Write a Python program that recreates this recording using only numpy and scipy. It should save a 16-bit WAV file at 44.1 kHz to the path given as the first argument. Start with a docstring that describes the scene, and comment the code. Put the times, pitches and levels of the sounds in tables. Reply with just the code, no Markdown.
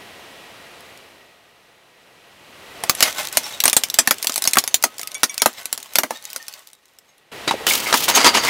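"""First an idling car engine hisses and whines; two faint ticks follow as the car rolls off wax cups.
The car then cracks two plastic toys: noise bursts snap, pieces scrape, and small parts ring.
In a second shot the engine is suddenly louder, and fizzy drink cans crumple, boom, dent and spray.
Most sounds are shaped noise; the whine and the ringing parts are made of sine waves.
All is heard close by, on asphalt, through one microphone."""
import sys
import numpy as np
from scipy import signal
from scipy.fft import rfft, irfft, next_fast_len
from scipy.io import wavfile
from scipy.ndimage import map_coordinates

SR = 44100
rng = np.random.default_rng(int(sys.argv[2]) if len(sys.argv) > 2 else 0)


def transcribe(u):
    """Save the signal u as a 16-bit wav file named by the first command-line argument.

    u: samples, shape (n,) or (channels, n), limited to [-1, 1]; the rate is SR.
    q: integer samples, one column per channel.
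    """
    v = np.clip(np.atleast_2d(u).T, -1, 1)
    q = np.round(v * 32767).astype(np.int16)
    wavfile.write(sys.argv[1], SR, q)


N = 374409  # length in samples


def amp(db):
    """Turns decibels into a plain multiplier."""
    return 10 ** (np.asarray(db) / 20)


def unit(x):
    """Scales a sound to an average (rms) strength of 1."""
    return x / np.sqrt(np.mean(x ** 2, axis=-1, keepdims=True) + 1e-20)


def curve(rows):
    """Joins (time, value) rows with straight lines, one value per sample."""
    return np.interp(np.arange(N) / SR, *np.transpose(rows))


def wobble(rate):
    """A smooth random curve with the given number of random points a second."""
    points = rng.standard_normal(int(N * rate / SR) + 4)
    return map_coordinates(points, [np.arange(N) * rate / SR])


def fade(t, t60):
    """Dies away by 60 dB in t60 seconds."""
    return amp(-60 * t / t60)


def onset(t, seconds):
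    """Rises smoothly from silence; a smaller time makes a sharper start."""
    return 1 - np.exp(-t / seconds)


def colour(x, points):
    """Filters a sound through a tone curve of (Hz, dB) points, then sets its rms to 1."""
    size = next_fast_len(x.shape[-1] + 4096)
    f, db = np.transpose(points)
    log_f = np.log(np.fft.rfftfreq(size, 1 / SR) + 1)
    gain = amp(np.interp(log_f, np.log(f + 1), db))
    return unit(irfft(rfft(x, size) * gain, size)[..., :x.shape[-1]])


def piece(noise, points):
    """Noise in a given colour, with random resonances that make each piece differ."""
    bumps = list(zip(np.geomspace(300, 16000, num=70), rng.normal(0, 5, size=70)))
    return colour(colour(noise, points), bumps)


def grains(per_second, spread_db, t60):
    """Steady noise made rough by many short random bursts."""
    starts = rng.random(N) < per_second / SR
    hits = starts * amp(spread_db * np.minimum(rng.exponential(size=N), 3))
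    # each hit dies away over t60; the 1 keeps a steady part beneath
    shape = signal.lfilter([1], [1, -fade(1 / SR, t60)], hits) + 1
    return shape * rng.standard_normal(N)


def add(track, s, sound):
    """Mixes a sound into a track at time s."""
    part = track[round(s * SR):][:len(sound)]
    part += sound[:len(part)]


def ring(modes, t, scatter_db):
    """A struck part rings as fading sine waves, with new strengths and phases for each blow."""
    hz, db, t60 = np.transpose(modes)[..., None]
    strength, phase = rng.standard_normal((2, len(modes), 1))
    level = amp(db + scatter_db * strength) * fade(t, t60)
    return np.sum(level * np.sin(2 * np.pi * hz * t + phase), axis=0)


# How loud the engine is; at 7.314 s a cut to another shot makes it suddenly louder: (t/s, level/dB)
ENGINE_LEVEL = [(0, -41.5), (.9, -43.5), (1.4, -52.5), (1.9, -53), (2.4, -48), (2.8, -38.5), (6, -54.5),
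                (6.75, -62), (7.314, -57), (7.319, -36), (8.49, -28)]
# Tone of the engine hiss: (f/Hz, level/dB)
ENGINE_COLOUR = [(20, -20), (86, -5), (277, -2.5), (472, 1.5), (1610, -4.5), (2750, -2.5), (3950, -8.5),
                 (7110, -16.5), (11800, -19), (16000, -24.5)]
# Hollows under the car that strengthen some pitches: (f/Hz, level/dB)
UNDER_CAR = [(690, 4), (1260, 2), (1920, 7.5)]
# The whine's tones: (multiple of 1001 Hz, level/dB relative to the engine)
WHINE_TONES = [(4, -17), (8, -28)]


def engine():
    """Idling makes a hiss, coloured by the hollows under the car, and a thin electric whine."""
    t = np.arange(N) / SR
    peaks = []
    for hz, db in UNDER_CAR:
        peaks += [(hz * .95, 0), (hz, db), (hz * 1.05, 0)]
    hiss = colour(colour(rng.standard_normal(N), ENGINE_COLOUR), peaks)
    whine = sum(amp(db) * np.sin(2 * np.pi * k * 1001.0 * t) for k, db in WHINE_TONES)
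    return amp(curve(ENGINE_LEVEL)) * (hiss + whine)


# Tone of cracking, also used for the chips and snaps below: (f/Hz, level/dB)
CRACK_COLOUR = [(1180, -21.5), (2000, -5.5), (4900, -0.5), (11700, -4), (16000, -10.5)]
# Small cracks in grit and broken pieces: (t/s, level/dB)
SMALL_CRACKS = [(.807, -39), (.975, -38.5), (2.951, -19.5), (3.286, -22.5), (3.327, -18.5), (3.6978, -8),
                (3.9004, -13.5), (4.1838, -23), (4.3217, -18.5), (4.3413, -17), (4.4406, -11.5),
                (4.511, -22), (4.826, -15.5), (4.9828, -23), (5.0143, -19.5), (5.032, -20.5),
                (5.0737, -16.5), (5.1174, -26.5), (5.145, -21.5), (5.343, -22.5), (5.3792, -12),
                (5.6094, -38), (5.631, -35), (5.802, -30), (5.8285, -23.5), (5.9357, -26), (6.241, -28),
                (6.253, -23), (6.3023, -25.5), (6.3312, -23.5), (6.4823, -19.5), (6.5384, -27),
                (6.672, -32), (6.7319, -35.5), (6.8557, -44), (6.987, -35.5), (7.181, -47)]


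def ticks():
    """A small crack is over in a few milliseconds and leaves a faint rattle."""
    out, t = np.zeros(N), np.arange(SR // 10) / SR
    for s, db in SMALL_CRACKS:
        noise = piece(rng.standard_normal(len(t)), CRACK_COLOUR)
        crack_and_rattle = fade(t, 0.01) + amp(-13) * fade(t, 0.063)
        add(out, s, amp(db) * noise * crack_and_rattle)
    return out


# Broken plastic scraping under the tread: (t/s, level/dB)
SCRAPE_LEVEL = [(2.78, -90), (2.8, -50.5), (3.08, -24.5), (3.14, -35), (3.19, -27), (3.26, -27),
                (3.305, -47.5), (3.335, -30.5), (3.43, -33.5), (3.46, -26), (3.585, -41), (4.4, -37),
                (4.9, -46), (5.9, -44.5), (6.55, -44), (6.8, -61), (7.3, -73)]


def scrape():
    """Crushed pieces grate, each in its own fits and starts, among sparse tiny ticks."""
    tone = [(350, -13.0), (700, 1.5), (5500, -2.5), (16000, -16)]  # (f/Hz, level/dB)
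    grit = []
    for _ in range(5):
        fits_and_starts = amp(6 * wobble(20))
        grit.append(fits_and_starts * piece(grains(450, spread_db=4, t60=.018), tone))
    chips = colour(grains(90, spread_db=8.5, t60=.007), CRACK_COLOUR)
    return amp(curve(SCRAPE_LEVEL)) * (unit(np.sum(grit, axis=0)) + amp(-6) * chips)


# Plastic breaking: (t/s, level/dB, level of the hollow body relative to the crack/dB)
BREAKS = [(2.8371, -12, -5.5), (2.896, 0, -12.5), (3.0061, -5.5, -10), (3.0256, 6, -14.5),
          (3.371, 0.5, -15.5), (3.603, -5, -33), (3.6384, -3.5, -11.5), (3.655, 1, -11), (3.6792, -2, -13),
          (3.7304, -4, -13.5), (3.7661, 3.5, -13), (3.8363, -5.5, -21.5), (3.942, -8.5, -22),
          (3.9874, 6, -13.5), (4.0741, -3, -7.5), (4.1091, 0, -7.5), (4.227, -9.5, -53),
          (4.245, -13.5, -11), (4.2706, -5, -27), (4.2958, -12.5, -8), (4.359, -8, -17.5),
          (4.3785, -10.5, -14), (4.4219, -10, -20.5), (4.4522, -8.5, -11), (4.475, -1.5, -19.5),
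          (4.534, -4.5, -33), (4.556, -14.5, -4.5), (4.5702, -6.5, 3.5), (4.585, 0, -39),
          (4.639, -14, -11.5), (4.6767, -10, -18.5), (4.7427, 1, -23.5), (4.8386, 0, -6.5),
          (4.9942, -17, -8.5), (5.2325, -1, -8), (5.2398, -5.5, -20), (5.419, -1, -10.5),
          (5.459, -1.5, -2.5), (5.656, -15, -17.5), (5.7279, -8.5, -20.5), (5.777, -19, -10.5),
          (5.9557, -3, -12.5), (5.9854, 1, -8.5), (6.034, -13.5, 3), (6.107, -19, 4.5), (6.3616, -14, -13)]


def snaps():
    """A break is a short burst and a rattle; the hollow body and the tyre answer lower and longer."""
    out, t = np.zeros(N), np.arange(SR // 5) / SR
    body_tone = [(350, -20.0), (650, 2.5), (2200, -7.0), (3500, -25.5)]  # (f/Hz, level/dB)
    tyre_tone = [(160, -30.5), (235, -0.5), (420, -6.5), (700, -22)]
    for s, db, body_db in BREAKS:
        noise = rng.standard_normal((3, len(t)))
        # a stronger break leaves a stronger rattle
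        edge_fade = fade(t, 0.0091) + amp(-9.5 + 0.18 * db) * fade(t, 0.069)
        edge = piece(noise[0], CRACK_COLOUR) * edge_fade
        body_fade = fade(t, 0.017) + amp(-9.0) * fade(t, 0.081)
        body = piece(noise[1], body_tone) * body_fade
        thud = colour(noise[2], tyre_tone) * fade(t, 0.11) * onset(t, 0.00067)
        sound = edge + amp(body_db) * (body + amp(-15.0) * thud)
        add(out, s, amp(db) * onset(t, 0.00015) * sound)
    return out


# Small stiff pieces ringing, one pitch per row; the rows near 6.16, 6.26 and 6.4 s are pitches of one part
# struck again and again: (t/s, level/dB, f/Hz)
SHARD_RINGS = [(3.441, -24, 5500), (3.44, -34, 3800), (3.535, -29, 3780), (4.7115, -39.5, 6440),
               (4.86, -37, 1270), (5.029, -36, 1264), (6.156, -34.5, 3740), (6.157, -41, 1820),
               (6.256, -40, 3780), (6.4, -36.5, 1824), (6.522, -40.5, 4430), (6.735, -52, 3750),
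               (7.09, -53, 6480)]


def shards():
    """Each row rings at one pitch; higher pitches die away sooner."""
    out, t = np.zeros(N), np.arange(SR // 4) / SR
    for s, db, hz in SHARD_RINGS:
        t60 = 0.19 * (2000 / hz) ** .5  # seconds; 0.19 at 2000 Hz
        add(out, s, ring([(hz, db, t60)], t, scatter_db=1))
    return out


# A hard loose part struck: (t/s, level/dB)
PART_BLOWS = [(5.1494, -14), (5.2952, -15), (5.398, -16)]
# The pitches at which that part rings: (f/Hz, level/dB, time to fade by 60 dB/s)
PART_MODES = [(2280, -15, .14), (3452, -17, .11), (5720, -14, .09), (6455, -8, .04), (9100, -12, .05)]


def pings():
    """A stiff small part rings at a few clear pitches."""
    out, t = np.zeros(N), np.arange(SR // 4) / SR
    for s, db in PART_BLOWS:
        add(out, s, amp(db) * ring(PART_MODES, t, scatter_db=2.5) * onset(t, 0.00056))
    return out


# Pitches that the can walls favour: (f/Hz, level/dB)
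CAN_PITCHES = [(520, -8), (950, 2.5), (1250, -4), (2150, 0.5), (3000, 4), (4700, 2.5), (6500, -1.5)]


def creases():
    """Folding metal excites the walls' favoured pitches, each flaring up and fading on its own."""
    bands = []
    for hz, db in CAN_PITCHES:
        band = [(hz * 0.79, -35), (hz, 0), (hz * 1.24, -35)]
        flare = amp(db + 6.5 * wobble(35))
        bands.append(flare * colour(rng.standard_normal(N), band))
    return unit(np.sum(bands, axis=0))


# Cans giving way under the tread: (start t/s, rise/s, hold/s, crumpling level/dB, spray level/dB)
CAN_CRUSHES = [(7.471, 0.0061, 0.014, -24.5, -48), (7.666, 0.0012, 0.17, -23, -15),
               (7.85, 0.022, 0.099, -28, -25.5), (7.935, 0.0075, 0.12, -42, -16),
               (8.062, 0.027, 0.0049, -18, -13.5), (8.117, 0.047, 0.082, -16, -20),
               (8.238, 0.016, 0.026, -12, -36), (8.318, 0.037, 0.023, -12, -33),
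               (8.402, 0.04, 0.059, -16.5, -29)]
# Loss of level while a can holds out, and once it has given way
SAG_DB_PER_S, FALL_DB_PER_S = 69, 359


def squeezes():
    """Loudness of crumpling and spray: each crush rises, holds while it sags, then falls away."""
    s, rise, hold, *levels = np.transpose(CAN_CRUSHES)[..., None]
    first = round(CAN_CRUSHES[0][0] * SR)  # no crush starts before this sample
    t = np.arange(first, N) / SR - s
    sag = SAG_DB_PER_S * np.clip(t - rise, 0, hold)
    fall = FALL_DB_PER_S * np.clip(t - rise - hold, 0, None)
    shape = np.clip(t / rise, 0, 1) ** 2 * amp(-(sag + fall))
    gains = []
    for db in levels:
        total = np.sqrt(np.sum((amp(db) * shape) ** 2, axis=0))
        gains.append(np.pad(total, (first, 0)))
    return gains


# Tone of crumpling metal, also used for the dents below: (f/Hz, level/dB)
CRUMPLE_COLOUR = [(100, -51), (227, -0.5), (507, -3), (962, 1), (6320, -7.5), (12000, -19.5), (15600, -46)]
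# Tone of the drink jetting out: (f/Hz, level/dB)
SPRAY_COLOUR = [(1760, -15), (3000, -1.5), (10300, -8), (16000, -7.5)]


def crushed_cans():
    """Thin metal crumples in dense bursts while the drink jets out as rough hiss."""
    crumple = colour(grains(300, spread_db=1, t60=0.0061), CRUMPLE_COLOUR) + creases()
    spray = colour(grains(440, spread_db=8.0, t60=0.051), SPRAY_COLOUR)
    crumple_gain, spray_gain = squeezes()
    return crumple_gain * amp(2.64 * wobble(30)) * crumple + spray_gain * spray


# A can wall booming near one pitch: (t/s, level/dB, f/Hz)
WALL_BOOMS = [(7.474, -10, 308), (7.476, -24, 1060), (7.487, -23, 2050), (7.479, -16.5, 3810),
              (7.509, -10.5, 850), (7.54, -17, 433), (7.606, -20, 454), (7.709, -13, 2254),
              (7.86, -18, 2140), (7.939, -8.5, 969)]


def can_walls():
    """A can wall booms as a narrow band of noise; higher ones last longer."""
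    out, t = np.zeros(N), np.arange(SR // 5) / SR
    for s, db, hz in WALL_BOOMS:
        band = [(hz - 250, -24), (hz, 0), (hz + 350, -20), (hz + 1500, -50)]
        boom = colour(rng.standard_normal(len(t)), band)
        add(out, s, amp(db) * fade(t, 0.0022 * hz ** .5) * boom * onset(t, 0.00083))
    return out


# Can walls buckling: (t/s, level/dB)
CAN_DENTS = [(7.478, -15), (7.51, -16), (7.668, -10.5), (7.927, -8), (7.941, -7.5), (8.025, -21),
             (8.082, -12.5), (8.176, -8.5), (8.214, -16), (8.245, -7.5), (8.265, -7.5), (8.35, -15)]


def dents():
    """A can wall buckles with a crack and a longer, weaker tail."""
    out, t = np.zeros(N), np.arange(SR // 5) / SR
    for s, db in CAN_DENTS:
        noise = colour(rng.standard_normal(len(t)), CRUMPLE_COLOUR)
        add(out, s, amp(db) * noise * (fade(t, 0.012) + amp(-5) * fade(t, 0.1)))
    return out


def scene():
    """One microphone feeds both channels; small objects radiate no deep bass."""
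    plastic = snaps() + ticks() + scrape() + pings() + shards()
    cans = dents() + can_walls() + crushed_cans()
    bass_cut = signal.butter(2, 110, "high", fs=SR, output="sos")
    mono = engine() + signal.sosfilt(bass_cut, plastic + cans)
    return np.array([mono, mono])


TOP_HZ = 16400  # nothing passes above this


def record(dry):
    """Loud breaks clip near full scale; the treble falls steeply over the last 800 Hz below the top."""
    clipped = np.clip(dry, -.97, .97)
    size = next_fast_len(N + 4096)
    gain = np.clip((TOP_HZ - np.fft.rfftfreq(size, 1 / SR)) / 800, 0, 1) ** 2
    return irfft(rfft(clipped, size) * gain, size)[:, :N]


dry = scene()
out = record(dry)
transcribe(out)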